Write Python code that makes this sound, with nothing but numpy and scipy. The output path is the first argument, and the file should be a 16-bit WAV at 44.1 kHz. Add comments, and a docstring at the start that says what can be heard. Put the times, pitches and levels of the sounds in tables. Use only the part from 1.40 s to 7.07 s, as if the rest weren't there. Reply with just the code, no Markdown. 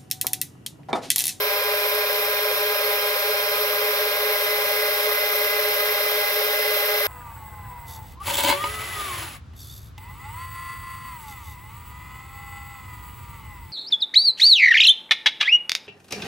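"""Two electric linear actuators push their rods out side by side on a carpeted floor, heard from about a metre above.
First both drives settle up to speed, the second slightly faster, so they beat: gear tones locked to each wheel sing
and throb once a turn, random tooth contact rattles the housings, and noise at the brushes hisses.
About halfway the first rod slides more freely: its drive speeds up a little and a motor whine grows.
Towards the end some gear tones have eased off and the hiss has risen; rumble, a faint drone and hum lie beneath."""
import sys
import numpy as np
from scipy import signal
from scipy.fft import rfft, irfft
from scipy.io import wavfile

SR = 44100
rng = np.random.default_rng(int(sys.argv[2]) if len(sys.argv) > 2 else 0)


def generate_wav(signal):
    """Clip the signal to [-1, 1] and save it as 16-bit WAV at the path in sys.argv[1]."""
    frames = np.transpose(np.atleast_2d(signal))
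    scaled = np.clip(frames, -1, 1) * 32767
    pcm = np.round(scaled).astype(np.int16)
    wavfile.write(sys.argv[1], SR, pcm)


N = 250047
TIME = np.arange(N) / SR
FREQ = np.maximum(np.fft.rfftfreq(N, 1 / SR), 1)
SIDES = np.array([[1], [-1]])  # adds to the left, subtracts from the right
WHEEL_TURNS_PER_SCREW_TURN, MOTOR_TURNS_PER_WHEEL_TURN = 6, 5


def undb(db):
    """Decibels to gain."""
    return 10 ** (np.asarray(db) / 20)


def walk(rate):
    """Random zigzag with `rate` corners a second; spread near 0.46."""
    corners = rng.standard_normal(1024)
    return 0.56 * np.interp(TIME * rate, np.arange(len(corners)), corners)


def slope(table):
    """Gains along a spectrum of (frequency [Hz], level [dB], ..) points, one row for each level column."""
    hz, *columns = np.transpose(table)
    return undb([np.interp(np.log(FREQ), np.log(hz), column) for column in columns])


def resonances(table):
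    """Left and right gains of steep-sided resonances, summed in power."""
    power = 0
    for hz, width, left, right in table:
        peak = 1 / (1 + (2 * (FREQ - hz) / width) ** 2) ** 2
        power = power + undb([[left], [right]]) ** 2 * peak
    return np.sqrt(power)


def colour(x, gain):
    """Bring a white signal to unit level, then give it the density `gain` per root Hz."""
    return irfft(rfft(x / x.std()) * gain * np.sqrt(SR / 2), N)


def room(x, wet_db, t60, apart_hz=1500, left_lead_s=0.00018):
    """Direct sound reaches the left first; a dense decaying tail differs between sides less and less for long waves."""
    decay = np.exp(-np.log(1000) * TIME / t60) * (TIME > .002)
    shared, apart = rfft(rng.standard_normal((2, N)) * decay)
    tail = shared + apart * np.minimum(FREQ / apart_hz, 1) * SIDES
    tail /= np.sqrt(np.mean(np.abs(tail) ** 2))
    direct = np.exp(-2j * np.pi * FREQ * np.array([[0], [left_lead_s]]))
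    return irfft(rfft(x) * (direct + undb(wet_db) * tail), N)


def tones(table, turns, phases, flutter, flutter_rate, left_lead_s=.00007):
    """Partials locked to a wheel, left first; uneven tooth contact makes each flutter in level and phase."""
    out = np.zeros((2, N))
    wheel_hz = turns[-1] / TIME[-1]
    for (multiple, left, right), phase in zip(table, phases):
        angle = 2 * np.pi * multiple * turns + phase + flutter * walk(flutter_rate)
        lag = 2 * np.pi * multiple * wheel_hz * left_lead_s
        size = np.sqrt(2) * (1 + flutter * walk(flutter_rate))
        out += size * undb([[left], [right]]) * np.cos([angle, angle - lag])
    return out


def any_phases(table):
    """One random phase a row."""
    return rng.uniform(0, 2 * np.pi, len(table))


def in_step(table):
    """Zero phase for every row: the partials line up at one spot of the wheel and throb once a turn."""
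    return np.zeros(len(table))


def scrape(turns, repeat, size=2600):
    """Rough surfaces in contact: a share `repeat` of the roughness power comes round again with every turn."""
    surface = rng.standard_normal(size)
    recurring = surface[(turns * size).astype(int) % size]
    return np.sqrt(repeat) * recurring + np.sqrt(1 - repeat) * rng.standard_normal(N)


def screw_load(turns, offset=.2):
    """The load swings between -1 and 1 once a turn of the lead screw."""
    screw_turns = turns / WHEEL_TURNS_PER_SCREW_TURN
    return np.cos(2 * np.pi * (screw_turns - offset))


def freedom(freed_at_s=2.75, freeing_s=.35):
    """How freely the first rod slides: rises smoothly from 0 (snug) to 1 (free)."""
    return (1 + np.tanh((TIME - freed_at_s) / freeing_s)) / 2


# Gear wheel speed of the first and second drive, before the swing with screw load:
# (settled rate [Hz], slower at the start by [Hz], settling time [s], faster once the first rod is free by [Hz])
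DRIVE_SPEEDS = [(16.866, .07, .3, .074), (17.09, .17, .85, 0)]


def wheel_turns(settled_hz, slow_hz, settle_s, freed_hz, bind_sag=.0013):
    """Turns of a wheel that settles up to speed, gains with freedom and loses the share `bind_sag` at full load."""
    hz = settled_hz - slow_hz * np.exp(-TIME / settle_s) + freed_hz * freedom()
    unloaded_turns = np.cumsum(hz) / SR
    return np.cumsum(hz * (1 - bind_sag * screw_load(unloaded_turns))) / SR


# Gear tones of the first drive, before the sway; three low growling ones, then the ringing ones:
# (multiple of the wheel rate [-], left level [dB], right level [dB])
FIRST_GEAR_TONES = [(24, -48, -50), (25, -32, -34), (26, -49, -50), (30, -48, -48), (33, -47, -49),
                    (48, -47, -44), (65, -45, -45), (71, -49, -52), (74, -47, -47), (79, -48, -53),
                    (84, -53, -39), (85, -49, -53), (89, -56, -48), (95, -53, -52), (96, -36, -41),
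                    (98, -60, -47), (108, -50, -53), (128, -47, -45), (139, -54, -46), (156, -49, -46),
                    (163, -55, -49), (181, -55, -46)]
# Tooth mesh of the slightly eccentric first wheel and its sidebands, before the lope:
# (multiple of the wheel rate [-], left level [dB], right level [dB])
TOOTH_MESH = [(34, -42, -44), (35, -39, -40), (36, -34, -36)]
# Tones that ease off as the rod comes out, at their mid-way level:
# (multiple of the wheel rate [-], left level [dB], right level [dB])
EASING_TONES = [(60, -38.5, -43), (143, -53, -47), (144, -47, -40), (145, -54, -48)]
# The commutator's octave and its sidebands, before the growth and sway:
# (multiple of the wheel rate [-], left level [dB], right level [dB])
COMMUTATOR_WHINE = [(116, -54, -52), (118, -43, -44), (119, -52, -52), (120, -32, -35), (121, -51, -49),
                    (123, -44, -40)]


def first_gears(turns, tight_spot=.88, whine_spot=0.864, ease_spot=.38,
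                low_sway_db=0.5, high_sway_db=-0.26, whine_sway_db=1.9, ease_db=8, lope_db=0.9,
                whine_snug_db=-13, whine_free_db=-1.5):
    """The louder drive: tones that sway with the screw, a throbbing mesh, easing tones and a growing whine."""
    load = screw_load(turns)
    growl, ring = FIRST_GEAR_TONES[:3], FIRST_GEAR_TONES[3:]
    low = tones(growl, turns, any_phases(growl), flutter=.04, flutter_rate=12)
    high = tones(ring, turns, any_phases(ring), flutter=.15, flutter_rate=30)
    # each spot is the point of the wheel, in turns, where that group swells
    mesh = tones(TOOTH_MESH, turns - tight_spot, in_step(TOOTH_MESH), flutter=.13, flutter_rate=16)
    easing = tones(EASING_TONES, turns - ease_spot, in_step(EASING_TONES), flutter=.1, flutter_rate=20)
    whine = tones(COMMUTATOR_WHINE, turns - whine_spot, in_step(COMMUTATOR_WHINE), flutter=.15, flutter_rate=13)

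    out = low * undb(low_sway_db * load) + high * undb(high_sway_db * load)
    # the mesh lopes four times a screw turn
    out += mesh * undb(lope_db * screw_load(4 * turns))
    out += easing * undb(ease_db * (.5 - TIME / TIME[-1]))
    whine_db = whine_snug_db + (whine_free_db - whine_snug_db) * freedom()
    return out + whine * undb(whine_db - whine_sway_db * load)


# Gear tones of the second drive: (multiple of the wheel rate [-], left level [dB], right level [dB])
SECOND_GEAR_TONES = [(25, -45, -45), (26, -49, -49), (30, -53, -53), (34, -50, -50), (36, -46, -46),
                     (48, -45, -41), (60, -55, -55), (96, -50, -50), (105, -53, -51), (120, -50, -45),
                     (143, -54, -48)]


def second_gears(turns):
    """The quieter drive runs less evenly, so its tones flutter more."""
    return tones(SECOND_GEAR_TONES, turns, any_phases(SECOND_GEAR_TONES), flutter=.2, flutter_rate=9)


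# Resonances of the gear housings and tubes, before the bass loss and throbs:
# (frequency [Hz], width [Hz], left level [dB per Hz], right level [dB per Hz])
HOUSING_RESONANCES = [(423, 34.3, -55, -49.5), (510, 28, -86, -83), (584, 172, -57, -59),
                      (728, 82, -67, -62.5), (804, 49, -61.5, -63), (970, 88, -69, -66.5),
                      (1065, 100, -60, -67.5), (1234, 145, -59.5, -74), (1287, 104, -63, -57),
                      (1474, 45, -82.5, -64.5), (1485, 95, -71, -63), (1620.5, 35, -59, -62.5),
                      (1850, 90, -80, -103), (2088, 460, -60, -58.5), (2200, 160, -60, -60.5),
                      (2383, 170, -83, -57), (2700, 92, -89, -62), (2793, 100, -84, -62),
                      (3010, 120, -62, -64.5), (3630, 770, -68.5, -62.5), (4190, 334, -64.5, -62),
                      (5146, 360, -66.5, -61)]
# Bands of the rattle that throb with the first wheel:
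# (frequency [Hz], width [Hz], level [dB], swell once a turn [dB], its spot [turns],
#  chatter three times a turn [dB], its spot [turns])
RATTLE_THROBS = [(575, 230, -2, 4, .76, 2, 0.69), (1290, 280, 0, 3, 0.53, 3, .68)]


def rattle(first, second, swell_db=0.5, loose_spot=.76, shaft_db=2.0, knock_db=3, second_db=-4, low_hz=340):
    """Teeth knock and slide in time with wheel, motor and mesh; the housings are too small to radiate bass."""
    teeth = TOOTH_MESH[-1][0]
    force = 0
    for turns, drive_db in ((first, 0), (second, second_db)):
        angle = 2 * np.pi * (turns - loose_spot)
        contact_db = swell_db * np.cos(angle)
        contact_db += shaft_db * np.cos(MOTOR_TURNS_PER_WHEEL_TURN * angle)
        contact_db += knock_db * np.cos(teeth * angle)
        force = force + scrape(turns, repeat=0.068) * undb(drive_db + contact_db)

    heard = room(force, wet_db=-3.0, t60=0.089)
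    radiation = 1 / np.sqrt(1 + (low_hz / FREQ) ** 16)
    gain = resonances(HOUSING_RESONANCES) * radiation
    out = 0
    for hz, width, level_db, swell, spot, chatter, chatter_spot in RATTLE_THROBS:
        share = 1 / (1 + (2 * (FREQ - hz) / width) ** 8)
        throb_db = swell * np.cos(2 * np.pi * (first - spot))
        throb_db += chatter * np.cos(3 * 2 * np.pi * (first - chatter_spot))
        out = out + undb(level_db + throb_db) * colour(heard, gain * share)
        gain = gain * (1 - share)  # leave the rest of the spectrum for what follows
    return out + colour(heard, gain)


# Brush hiss spectrum, before the bass loss and rise: (frequency [Hz], left level [dB per Hz], right level [dB per Hz])
BRUSH_HISS = [(1020, -69, -74), (3150, -71, -64.5), (4540, -70.5, -70), (5710, -71, -68.5),
              (6720, -79.5, -83), (8100, -77, -75.5), (8900, -70, -87.5), (10840, -75.5, -70.5),
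              (11700, -62.5, -80), (13300, -74, -67), (13600, -59, -92), (14640, -70, -72),
              (16000, -76, -62.5)]
# High resonances of the brush holders, before the rise:
# (frequency [Hz], width [Hz], left level [dB per Hz], right level [dB per Hz])
HOLDER_RESONANCES = [(12040, 370, -60, -71.5), (12510, 530, -58, -58.5)]
# Ripple of the brush pressure: (multiple of the wheel rate [-], depth [0-1])
PRESSURE_RIPPLE = [(1, .07), (2, .17), (10, .22), (14, .15), (24, .11), (60, .22), (70, .12)]


def brushes(first, second, second_db=-3, rise_db=1.36, sway_db=0.5, low_hz=600):
    """Brushes scrape over the commutator bars; the hiss pulses with rotation, sways with load and grows a little."""
    hiss = 0
    for turns, drive_db in ((first, 0), (second, second_db)):
        pressure = 1
        for multiple, depth in PRESSURE_RIPPLE:
            pressure = pressure + depth * np.cos(2 * np.pi * (multiple * turns + rng.random()))
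        sway = undb(drive_db + sway_db * screw_load(turns))
        hiss = hiss + sway * pressure * scrape(turns, repeat=0.01)

    bass_loss = 1 / (1 + (low_hz / FREQ) ** 4)
    gain = np.hypot(slope(BRUSH_HISS), resonances(HOLDER_RESONANCES)) * bass_loss
    return colour(room(hiss, wet_db=-0.5, t60=0.45), gain) * undb(rise_db * TIME / TIME[-1])


# Quiet room rumble, the part shared by both sides: (frequency [Hz], level [dB per Hz])
ROOM_RUMBLE = [(20, -90), (45, -85), (85, -81.5), (130, -83.5), (180, -87.5), (260, -88.5), (400, -74.5),
               (1000, -100)]
# Faint narrow drone, the part shared by both sides:
# (frequency [Hz], width [Hz], left level [dB per Hz], right level [dB per Hz])
ROOM_DRONE = [(217.4, 11.5, -82, -78)]


def background(side_db=-9, hum_hz=120.1, hum_db=-61.5):
    """Shaped noise, nearly alike on both sides, makes low rumble and a faint drone; a steady sine is mains hum."""
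    mid, side = rng.standard_normal((2, N))
    gain = np.hypot(slope(ROOM_RUMBLE), resonances(ROOM_DRONE))
    rumble = colour(mid + undb(side_db) * side * SIDES, gain)
    hum = np.sqrt(2) * undb(hum_db) * np.sin(2 * np.pi * hum_hz * TIME)
    return rumble + hum


def scene():
    """Both drives run throughout in a quiet room."""
    first, second = (wheel_turns(*drive) for drive in DRIVE_SPEEDS)
    gears = first_gears(first) + second_gears(second)
    return gears + rattle(first, second) + brushes(first, second) + background()


def record(dry, fade_s=0.0015, top_hz=15780):
    """Short fades open and close the sound without a click; a steep low-pass removes the extreme top."""
    edges = np.minimum(np.minimum(TIME, TIME[-1] - TIME) / fade_s, 1)
    low_pass = signal.ellip(12, .1, 80, top_hz, fs=SR, output="sos")  # order, ripple dB, rejection dB
    return signal.sosfilt(low_pass, dry * edges)


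dry = scene()
out = record(dry)
generate_wav(out)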